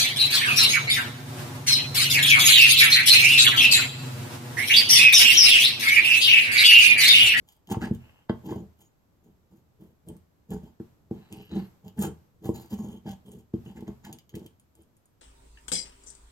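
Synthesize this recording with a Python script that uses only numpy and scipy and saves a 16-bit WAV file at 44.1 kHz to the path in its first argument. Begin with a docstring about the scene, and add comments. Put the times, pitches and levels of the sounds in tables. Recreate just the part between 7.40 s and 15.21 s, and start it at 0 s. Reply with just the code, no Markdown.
"""Ticks, scrapes and knocks sound over a continuous low room rumble and faint hiss: a steel blade picks old
gasket off a small aluminium cylinder held down on a wooden workbench. Random slips drive the resonances of
bench, casting and blade; brittle crumbs snap, dry rasps come as fibres tear, with a faint smooth hiss at 0.6 s
among them; the casting rocks with dull knocks, the edge whistles and chatters. A camera with two ports hears it
from above in a small room."""
import sys
import numpy as np
from scipy import signal
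from scipy.fft import rfft, irfft
from scipy.io import wavfile
from scipy.ndimage import uniform_filter1d

SR = 44100
rng = np.random.default_rng(int(sys.argv[2]) if len(sys.argv) > 2 else 0)


def to_wav(s):
    """Save 16-bit WAV."""
    ch = np.atleast_2d(s).T  # columns
    pcm = np.round(np.clip(ch, -1, 1) * 32767)  # PCM
    wavfile.write(sys.argv[1], SR, pcm.astype(np.int16))


N = 344421  # samples in the scene

SIZE = 16384  # samples around one event
LEAD_S = .13  # part of them that lies before its start
CLOCK = np.arange(SIZE) / SR - LEAD_S  # seconds from the start of an event
FREQ = np.arange(SIZE // 2 + 1) * SR / SIZE + 1e-3  # Hz, kept above zero for the divisions
DETUNE = .008  # random share by which grip and point of contact pull a resonance
# every stroke eases off by EASE_DB while it is held
ATTACK_S, EASE_DB, RELEASE_S = 0.024, 7.5, 0.02


def undb(db):
    """Logarithmic level: decibels become an amplitude gain."""
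    return 10 ** (np.asarray(db) / 20)


def along(points, hz):
    """Logarithmic interpolation: read (pitch_hz, value) points on a log-frequency axis."""
    f, value = np.transpose(points)
    return np.interp(np.log(np.maximum(hz, 1)), np.log(f), value)


def unit(x):
    """Normalisation: scale a signal or spectrum to rms 1."""
    return x / np.sqrt(np.mean(np.abs(x) ** 2))


def noise(points):
    """Spectral shaping: white noise is weighted by a colour curve, then set to rms 1."""
    spectrum = rfft(rng.standard_normal(N))
    colour = undb(along(points, np.arange(N // 2 + 1) * SR / N))
    return unit(irfft(spectrum * colour, N))


def shelf(db, edge_hz=8000):
    """Shelving filter: the gain steps by db above an edge."""
    return undb(db / (1 + (edge_hz / FREQ) ** 10))


def resonance(hz, width):
    """Damped oscillator: response of a single mode, gain 1 at its centre."""
    return 1 / (1 + 1j * (FREQ - hz ** 2 / FREQ) / width)


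def body(points, modes):
    """Minimum phase: a folded cepstrum makes the broad response causal; the modes are kept beside it."""
    cepstrum = irfft(np.log(undb(along(points, FREQ))))
    cepstrum[1:SIZE // 2] *= 2
    cepstrum[SIZE // 2 + 1:] = 0
    return np.exp(rfft(cepstrum)), modes


def shake(part, force, scatter_db, colour=1):
    """Modal superposition: a force excites every mode, its share and pitch varied by the point of contact."""
    broad, modes = part
    contact = rng.standard_normal((len(modes), 2))
    rings = 0
    for (hz, width, db), (favour, pull) in zip(modes, contact):
        rings = rings + undb(db + scatter_db * favour) * resonance(hz * (1 + DETUNE * pull), width)
    response = unit(broad * (1 + rings) * colour)
    return irfft(rfft(force) * response)


def slide(part, force, hold, scatter_db, colour=1):
    """Moving excitation: as the contact travels, one set of resonances gives way to the next."""
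    travel = np.clip(CLOCK / max(hold, .002), 0, 1)
    early = shake(part, force * (1 - travel), scatter_db, colour)
    late = shake(part, force * travel, scatter_db, colour)
    return early + late


def add(track, s, sound):
    """Linear superposition: lay an event into the track at its start."""
    start = int((s - LEAD_S) * SR)
    a, b = max(start, 0), min(start + SIZE, N)
    if a < b:
        track[a:b] += sound[a - start:b - start]


def swell(hold, attack_s, release_s):
    """Pressure envelope: the force rises, eases off while it is held, then lets go."""
    hold = max(hold, .002)
    outside = np.minimum(CLOCK, 0) / attack_s + np.maximum(CLOCK - hold, 0) / release_s
    return np.exp(-outside ** 2) * undb(-EASE_DB * np.clip(CLOCK / hold, 0, 1))


def slips(pressure, rate, spread_db, catch_db, catch_s=.006):
    """Random impulse train: uneven tiny slips come in clumps as the edge catches and lets go."""
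    happens = rng.random(SIZE) < rate / SR  # rate: mean slips a second
    direction = rng.choice([-1, 1], SIZE)
    grains = happens * direction * undb(spread_db * rng.standard_normal(SIZE))
    steps = np.arange(SIZE) / (SR * max(catch_s, .001))
    catches = np.interp(steps, np.arange(SIZE), rng.standard_normal(SIZE))
    force = grains * undb(catch_db * catches) * pressure
    # the pressure sets the energy
    return force * np.sqrt(np.sum(pressure ** 2) / (np.sum(force ** 2) + 1e-18))


def blow(crumble, crumble_s, catch_s=0.0028):
    """Impulsive force: a catch, one sharp push and a brief crumbling, with energy 1."""
    spread = np.maximum(np.where(CLOCK < 0, catch_s, crumble_s), 1e-4)
    tail = rng.standard_normal(SIZE) * np.exp(-np.abs(CLOCK) / spread)
    force = crumble * tail / np.linalg.norm(tail)
    force[int(LEAD_S * SR)] += 1  # the push
    return force / np.linalg.norm(force)


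# colour of the room rumble: pitch_hz, relative level_db
RUMBLE_COLOUR = [(20, -6.5), (45, 1), (80, 7.5), (150, 3), (300, -4.5), (600, -13.5), (1200, -34.5),
                 (2500, -56.5), (6000, -39), (16000, -45.5)]
RUMBLE_DB = -67.5  # level before the drift


def background(width=.4, drift_db=3.0):
    """Coloured noise: a low room rumble wavers in level, and opposed noise widens it to the sides."""
    drift = np.interp(np.arange(N) / N, np.linspace(0, 1, 64), rng.standard_normal(64))
    side = width * noise(RUMBLE_COLOUR)
    return undb(RUMBLE_DB + drift_db * drift) * (noise(RUMBLE_COLOUR) + np.array([side, -side]))


# colour of the microphone hiss: pitch_hz, relative level_db
HISS_COLOUR = [(200, 13.5), (1000, 6.5), (2000, -2.5), (3000, -5), (5000, -7.5), (8000, -8.5), (10000, -24),
               (11500, -3), (13500, -7.5), (15000, -12.5), (16000, -19.5)]
HISS_DB = -62  # level with the suppressor fully open


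def suppressed_hiss(sound, open_db=-33, depth_db=9, slope=0.44, release_db_per_s=90):
    """Downward expansion: a noise suppressor lets hiss through after loud moments, then slowly shuts."""
    power = np.maximum(uniform_filter1d(sound[0] ** 2, size=400), 1e-12)
    fall = release_db_per_s * np.arange(N) / SR
    held_db = np.maximum.accumulate(10 * np.log10(power) + fall) - fall  # falling peak hold
    gain_db = np.clip(slope * (held_db - open_db), -depth_db, 0)
    return undb(HISS_DB + gain_db) * np.array([noise(HISS_COLOUR), noise(HISS_COLOUR)])


# broad response of the steel blade: pitch_hz, relative level_db
BLADE_RESPONSE = [(900, -22), (2200, 3), (3200, 7.5), (4300, 2), (5600, 2), (7000, -1.5), (7700, -1.5),
                  (8900, -8), (10300, -1.5), (12000, 0.5), (13500, 4), (14800, -22), (16000, 4.5)]
# resonances of the blade: pitch_hz, width_hz, level_db above the broad response
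BLADE_RINGS = [(3163, 210, 7.2), (4870, 45, 3.2), (6740, 98, 16.9), (7260, 140, 11), (8560, 350, 16.9),
               (13200, 120, 4.4)]
# the edge snaps off a crumb: start_s, blow level_db, high snap boost_db
CRUMB_TICKS = [(.088, -28.5, 0), (0.273, -30, -2), (0.322, -12.5, -6), (2.687, -23, 20), (2.767, -35, 9),
               (3.106, -25.5, 17), (3.136, -27.5, 20), (3.926, -20.5, 7), (4.481, -26, -7),
               (4.592, -15, 15), (4.624, -7, 11), (5.34, -23.5, -7), (5.716, -24.5, -6), (5.891, -38, 17),
               (5.918, -30.5, 16), (6.408, -31, -3), (6.478, -35.5, 4), (6.65, -23, -3),
               (6.728, -17.5, 9.5), (6.787, -25.5, -5), (6.894, -29, 0), (6.954, -19, -3),
               (7.063, -25.5, 3), (7.198, -34, 19), (7.353, -36.5, 18), (7.421, -39.5, 26),
               (7.568, -38.5, 25), (7.657, -37, 22)]


def ticking(blade, snap_hz=9700, snap_width_hz=2800):
    """Brittle fracture: flakes break away with a high snap, and the impulse rings the blade briefly."""
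    out = np.zeros(N)
    snap = np.exp(-((FREQ - snap_hz) / snap_width_hz) ** 2)
    thin = shelf(2, edge_hz=9700)  # a light touch favours the high modes
    for s, db, snap_db in CRUMB_TICKS:
        force = blow(crumble=1.05, crumble_s=0.0069, catch_s=0.00081)
        ring = shake(blade, force, scatter_db=4, colour=thin * undb(snap_db * snap))
        add(out, s, undb(db) * ring)
    return out


# broad responses of the wooden bench and the aluminium casting: pitch_hz, relative level_db
BENCH_RESPONSE = [(25, -48.5), (50, -11), (80, 2.5), (150, -0.5), (230, -1), (275, -5.5), (420, -4),
                  (540, -8.5), (800, -31), (1400, -50.5), (3000, -89)]
CASTING_RESPONSE = [(250, -28), (550, 3), (900, 7.5), (1300, -5), (1800, -9.5), (2500, -17), (4500, -13.5),
                    (7000, -34), (15000, -42.5)]
# resonances of bench and casting: pitch_hz, width_hz, level_db above the broad response
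BENCH_RINGS = [(80, 17.6, 8), (124, 9.6, 6.5), (171.6, 110, -4.5), (202.7, 75, 15.5), (241.7, 18, 9),
               (329, 31, 19.5), (414.1, 23, 16), (629, 55, 12.5)]
CASTING_RINGS = [(635, 50, 2.5), (780.6, 23, 12.5), (868.5, 88, 13.5), (1065, 21, 7), (1365, 37, 3),
                 (1543, 14, 12), (1670, 110, 8), (1970, 50, 3.2), (3186, 45, 17), (4850, 36, 15)]
# strokes of the blade: start_s (the edge bites), hold_s, bench push level_db, steel scratch level_db
BLADE_STROKES = [(0.091, 0.075, -97.5, -62.5), (0.325, 0.0083, -25.5, -40.5), (0.433, 0.043, -29, -53),
                 (0.553, 0.0065, -81, -56), (1.069, 0.013, -35, -54.5), (1.11, 0.019, -30, -52.5),
                 (1.158, 0.021, -35, -61.5), (1.209, 0.017, -37.5, -71), (1.412, 0.047, -64.5, -60.5),
                 (1.853, 0.055, -55.5, -73), (2.136, 0.049, -53.5, -71), (2.414, 0.094, -50.5, -70),
                 (2.689, 0.053, -40, -65.5), (3.129, 0.033, -31, -54.5), (3.24, 0.047, -44.5, -67),
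                 (3.75, 0.051, -44.5, -74), (3.931, 0.086, -42, -64), (4.127, 0.11, -35, -67),
                 (4.169, 0.011, -29.5, -56), (4.466, 0.025, -42, -64.5), (4.598, 0.0082, -33, -52.5),
                 (4.63, 0.027, -29, -37.5), (4.683, 0.025, -34, -76), (5.061, 0.035, -33.5, -48.5),
                 (5.162, 0.096, -46.5, -51), (5.334, 0.01, -35.5, -48), (5.401, 0.16, -36.5, -55.5),
                 (5.685, 0.036, -34, -51), (5.877, 0.12, -45.5, -61), (6.27, 0.046, -41.5, -64),
                 (6.378, 0.029, -41, -61), (6.491, 0.024, -36, -64.5), (6.665, 0.013, -46.5, -57.5),
                 (6.699, 0.046, -43.5, -67), (6.964, 0.092, -40.5, -63), (7.39, 0.04, -57.5, -71.5)]
# the place where the edge works, as it moves round the joint:
# time_s, casting ring_db, steel brightness_db, hardness of the slips as corner_hz
WORKING_PLACE = [(.32, 7, 0, 440), (.45, 10, -1, 326), (1.12, 4.5, -1.5, 417), (1.5, -2.5, 4.5, 210),
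                 (2.7, 1.5, 7, 207), (4.1, 7.5, -6, 219), (4.6, 2, 4.5, 205), (5.2, 2, 6.5, 238),
                 (5.7, 3.5, -5, 216), (5.9, -4.5, 4, 225), (6.3, 2.5, 1, 275), (6.7, 10.5, -6, 274),
                 (7.0, -2.5, 0, 149)]
# the casting rings between the push and the scratch: share that follows the scratch, offset
CASTING_SHARE, CASTING_DB = 0.7, -7
# a harder push dulls the steel: dB lost above 8 kHz per dB of push over a medium one
DULLING, MEDIUM_PUSH_DB = 0.096, -30
SLIP_LIFT_DB, SLIP_EDGE_HZ = 2, 137  # quick slips shake the middle of the bench's range more than its bass


def scraping(bench, casting, blade):
    """Friction excitation: judder drives the bench, coarse crumbs the casting and fine grit the blade."""
    out = np.zeros(N)
    place_s, ring_db, sheen_db, hardness_hz = np.transpose(WORKING_PLACE)
    for s, hold, bench_db, blade_db in BLADE_STROKES:
        corner_hz = np.interp(s, place_s, hardness_hz)
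        casting_db = bench_db + CASTING_SHARE * (blade_db - bench_db) + CASTING_DB
        casting_db += np.interp(s, place_s, ring_db)
        bright_db = np.interp(s, place_s, sheen_db) - DULLING * (bench_db - MEDIUM_PUSH_DB)
        pressure = swell(hold, ATTACK_S, RELEASE_S)

        judder = slips(pressure, rate=810, spread_db=4.0, catch_db=3.0)
        grit = slips(pressure, rate=5700, spread_db=2.5, catch_db=4.5)
        softness = shelf(-6.5, edge_hz=corner_hz) * shelf(SLIP_LIFT_DB, edge_hz=SLIP_EDGE_HZ)
        rumble = shake(bench, judder, scatter_db=4.0, colour=softness)
        rumble *= np.linalg.norm(pressure) / np.linalg.norm(rumble)  # the push sets the energy
        crumbs = slips(pressure, rate=550, spread_db=5, catch_db=4)
        rasp = slide(casting, crumbs, hold, scatter_db=5.0)
        scratch = slide(blade, grit, hold, scatter_db=5, colour=shelf(bright_db))
        add(out, s, undb(bench_db) * rumble + undb(casting_db) * rasp + undb(blade_db) * scratch)
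    return out


# broad response of the fibrous gasket: pitch_hz, relative level_db
GASKET_RESPONSE = [(300, -25.5), (600, -4.5), (850, 4), (1500, -8), (2500, -4.5), (3500, -9.5), (5500, -11),
                   (8000, -14.5), (15000, -26.5)]
# resonances of the gasket: pitch_hz, width_hz, level_db above the broad response
GASKET_RINGS = [(890, 220, 1), (1600, 320, 10), (2096, 130, 2.3), (2710, 300, 8), (3050, 190, 5.7),
                (3900, 140, 6), (4680, 160, 2.4), (8170, 260, 9)]
# dry rasps of the gasket, and among them a faint smooth hiss at 0.602 s:
# start_s, hold_s, level_db, centre of the band pitch_hz, treble_db
RASPS_AND_HISS = [(0.315, 0.028, -38, 900, -4.5), (0.425, 0.021, -37, 1560, 3.5),
                  (0.448, 0.019, -44.5, 1760, 7), (0.602, 0.32, -64, 2910, -37),
                  (1.099, 0.026, -55, 1800, -3), (3.122, 0.031, -58, 1380, 0),
                  (3.768, 0.37, -66.5, 4050, -10), (3.93, 0.16, -56.5, 2690, 7.5),
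                  (4.117, 0.14, -52, 3930, -5), (4.589, 0.02, -53, 1630, -6),
                  (4.62, 0.052, -47.5, 1300, -3), (5.151, 0.12, -59.5, 4200, 2.5),
                  (5.675, 0.024, -58, 1660, -2), (6.262, 0.05, -59.5, 2990, -13),
                  (6.374, 0.0083, -56.5, 1810, -6), (6.475, 0.0065, -59, 1770, 2),
                  (6.653, 0.017, -51.5, 1830, 9)]
RASP_ATTACK_S, RASP_RELEASE_S = 0.0096, .014  # fibres catch more abruptly than bare metal
BAND_DB, BAND_WIDTH_HZ, BAND_RISE = 16, 260, .1  # strength, width and share by which the pitch rises


def rasping(gasket):
    """Random impulses through a rising band: tearing fibres rasp drily; one faint event is a smooth hiss."""
    out = np.zeros(N)
    for s, hold, db, band_hz, treble_db in RASPS_AND_HISS:
        pressure = swell(hold, RASP_ATTACK_S, RASP_RELEASE_S)
        grains = slips(pressure, rate=2000, spread_db=6, catch_db=3)
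        treble = shelf(treble_db, edge_hz=3600)
        travel = np.clip(CLOCK / max(hold, .002), 0, 1)
        # the first band gives way to a higher one
        for share, hz in ((1 - travel, band_hz), (travel, band_hz * (1 + BAND_RISE))):
            colour = (1 + undb(BAND_DB) * resonance(hz, BAND_WIDTH_HZ)) * treble
            rasp = shake(gasket, grains * share, scatter_db=-1.5, colour=colour)
            add(out, s, undb(db) * rasp)
    return out


# broad response of the casting struck from below: pitch_hz, relative level_db
CASTING_FOOT_RESPONSE = [(300, -24), (650, 10.5), (850, 3), (1100, 2), (1500, -2), (2100, -10), (3200, -5),
                         (4800, -15), (5600, -41), (7000, -22), (10000, -34)]
# the casting rocks onto the wood: start_s, bench level_db, casting level_db,
# contact hardness as corner_hz, favoured ring pitch_hz, favoured ring boost_db
CASTING_KNOCKS = [(0.368, 2.5, -52, 170, 780, 0), (.510, 7, -44, 270, 635, 0),
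                  (.896, 6.5, -3.5, 667, 1530, 2), (1.124, -3.5, -15, 900, 934, 16),
                  (1.16, -6, -25, 300, 630, 10), (3.117, -8.5, -21.5, 275, 654, 5),
                  (3.4, -6.5, -32, 480, 1500, 26), (3.71, 0, -22, 550, 760, 26),
                  (4.637, -6, -24, 230, 1510, 12), (5.09, 6.5, -20, 950, 980, 26),
                  (5.322, -6.5, -26, 284, 865, 3), (6.138, 3.5, -26.5, 406, 635, 3),
                  (6.423, -10.5, -30.5, 600, 875, 12), (6.479, -12, -20.5, 400, 675, -4),
                  (6.941, -8, -28.5, 200, 1970, 11)]
ECHO_S, ECHO_DB = 0.0085, -7  # delay and relative level of a short echo of each thud
FAVOURED_WIDTH_HZ = 110  # band of rings that one corner of the casting favours


def knocking(bench, casting):
    """Impact: the tipping casting thuds on the wood, a short echo follows, and the corner that lands selects
    its ring."""
    out = np.zeros(N)
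    for s, bench_db, casting_db, corner_hz, ring_hz, ring_db in CASTING_KNOCKS:
        landing = blow(crumble=0.03, crumble_s=0.005)
        thud = shake(bench, landing, scatter_db=1.2, colour=shelf(-12.0, edge_hz=corner_hz))
        rattle = blow(crumble=.9, crumble_s=0.005, catch_s=.002)
        favoured = 1 + undb(ring_db) * resonance(ring_hz, FAVOURED_WIDTH_HZ)
        clank = shake(casting, rattle, scatter_db=3.5, colour=favoured)
        moves_s = s + 0.0013  # the heavy top takes a moment to move
        add(out, moves_s, undb(bench_db) * thud)
        add(out, moves_s + ECHO_S, undb(bench_db + ECHO_DB) * thud)
        add(out, s, undb(casting_db) * clank)
    return out


# the edge whistles on bare metal, a glide through: time_s, pitch_hz, level_db
SQUEAL_GLIDE = [(3.96, 11400, -74), (4.02, 12400, -74), (4.11, 13400, -84), (4.15, 13400, -79),
                (4.23, 11950, -66), (4.28, 11300, -77)]


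def squeal(waver=0.035, flutter_db=6):
    """Frequency modulation: a thin whistle glides between pitches while its pitch and level flutter."""
    t = np.arange(N) / SR
    s, hz, db = np.transpose(SQUEAL_GLIDE)
    jitter = unit(uniform_filter1d(rng.standard_normal(N), size=30))
    flutter = flutter_db * unit(uniform_filter1d(rng.standard_normal(N), size=700))
    pitch_hz = np.interp(t, s, hz) * (1 + waver * jitter)
    whistle = unit(np.sin(2 * np.pi * np.cumsum(pitch_hz) / SR))
    sounding = (t > s[0]) * (t < s[-1])
    return whistle * undb(np.interp(t, s, db) + flutter) * sounding


# the edge chatters: start_s, hold_s, slip rate_hz, level_db
CHATTER_BURSTS = [(4.145, 0.05, 186.8, -35.5), (4.588, 0.0097, 213.4, -21.5), (5.329, 0.0057, 204.2, -25),
                  (5.388, 0.031, 207.6, -32.5)]
CHATTER_EDGE_S = 0.0066  # rise and fall of a burst of chatter


def chattering(bench, spread_db=1.0):
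    """Stick-slip: nearly periodic slips make the bench answer with a short grunt at their rate."""
    out = np.zeros(N)
    for s, hold, hz, db in CHATTER_BURSTS:
        late, strong = rng.standard_normal((2, SIZE))
        rate_hz = hz * (1 + .04 * unit(uniform_filter1d(late, size=200)))
        turns = np.cumsum(rate_hz) / SR
        pressure = swell(hold, CHATTER_EDGE_S, CHATTER_EDGE_S)
        slip = np.diff(np.floor(turns), prepend=0)  # one impulse a turn
        force = slip * undb(spread_db * strong) * pressure
        grunt = shake(bench, force, scatter_db=0, colour=resonance(hz, width=60))
        add(out, s, undb(db) * grunt * np.linalg.norm(pressure) / np.linalg.norm(grunt))
    return out


# phase by which the left port leads the right: pitch_hz, lead_rad
PORT_LEAD = [(0, 0), (130, -.15), (400, -.35), (800, -.3), (1200, -.9), (1800, -1.1), (2400, -2.5),
             (3600, -2.6), (4400, -.9), (6000, .5), (9200, 3.1), (13000, 6.3), (16000, 8.3)]
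# the room by band: pitch_hz, level_db against the direct sound, t60_s, likeness of left and right (0-1)
ROOM_BANDS = [(70, -5, .42, .92), (200, -11, .33, .85), (450, -9, .28, .3), (1000, -5, .27, .1),
              (3000, -6, .21, .1), (7000, -9, .19, .1), (14000, -14, .17, .1)]


def workshop(x, first_echo_s=0.0039):
    """Diffuse reverberation: a short decaying tail follows direct sound that meets the ports out of step."""
    hz, db, t60, likeness = np.transpose(ROOM_BANDS)
    t = np.arange(SIZE) / SR
    tail = np.zeros((2, SIZE))
    for k, own in enumerate(np.eye(len(hz))):
        band = np.sqrt(along(np.c_[hz, own], FREQ))  # overlapping bands whose powers sum to 1
        mid, side = irfft(rfft(rng.standard_normal((2, SIZE))) * band)
        fade = undb(-60 * t / t60[k]) * (t > first_echo_s)
        c = np.clip(likeness[k], 0, 1)
        pair = np.sqrt((1 + c) / 2) * mid + np.sqrt((1 - c) / 2) * np.array([side, -side])
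        tail += undb(db[k]) * pair * fade / np.linalg.norm(fade)
    lead = np.interp(np.arange(N // 2 + 1) * SR / N, *np.transpose(PORT_LEAD))
    direct = irfft(rfft(x) * np.exp(.5j * np.array([lead, -lead])), N)
    return direct + signal.fftconvolve(x[None], tail)[:, :N]


def scene():
    """Superposition of sources: blade, gasket, casting and bench sound in the workshop over its rumble."""
    bench = body(BENCH_RESPONSE, BENCH_RINGS)
    casting = body(CASTING_RESPONSE, CASTING_RINGS)
    casting_foot = body(CASTING_FOOT_RESPONSE, CASTING_RINGS)
    blade = body(BLADE_RESPONSE, BLADE_RINGS)
    gasket = body(GASKET_RESPONSE, GASKET_RINGS)
    strokes = scraping(bench, casting, blade) + chattering(bench) + rasping(gasket)
    blows = ticking(blade) + knocking(bench, casting_foot)
    return workshop(strokes + blows + squeal()) + background()


TOP_HZ = 15900  # upper limit of the camera


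def record(dry):
    """Band limiting: the camera adds its hiss, and a steep elliptic low-pass cuts the top."""
    low_pass = signal.ellip(8, .2, 70, TOP_HZ, fs=SR, output="sos")
    return signal.sosfilt(low_pass, dry + suppressed_hiss(dry))


dry = scene()
out = record(dry)
to_wav(out)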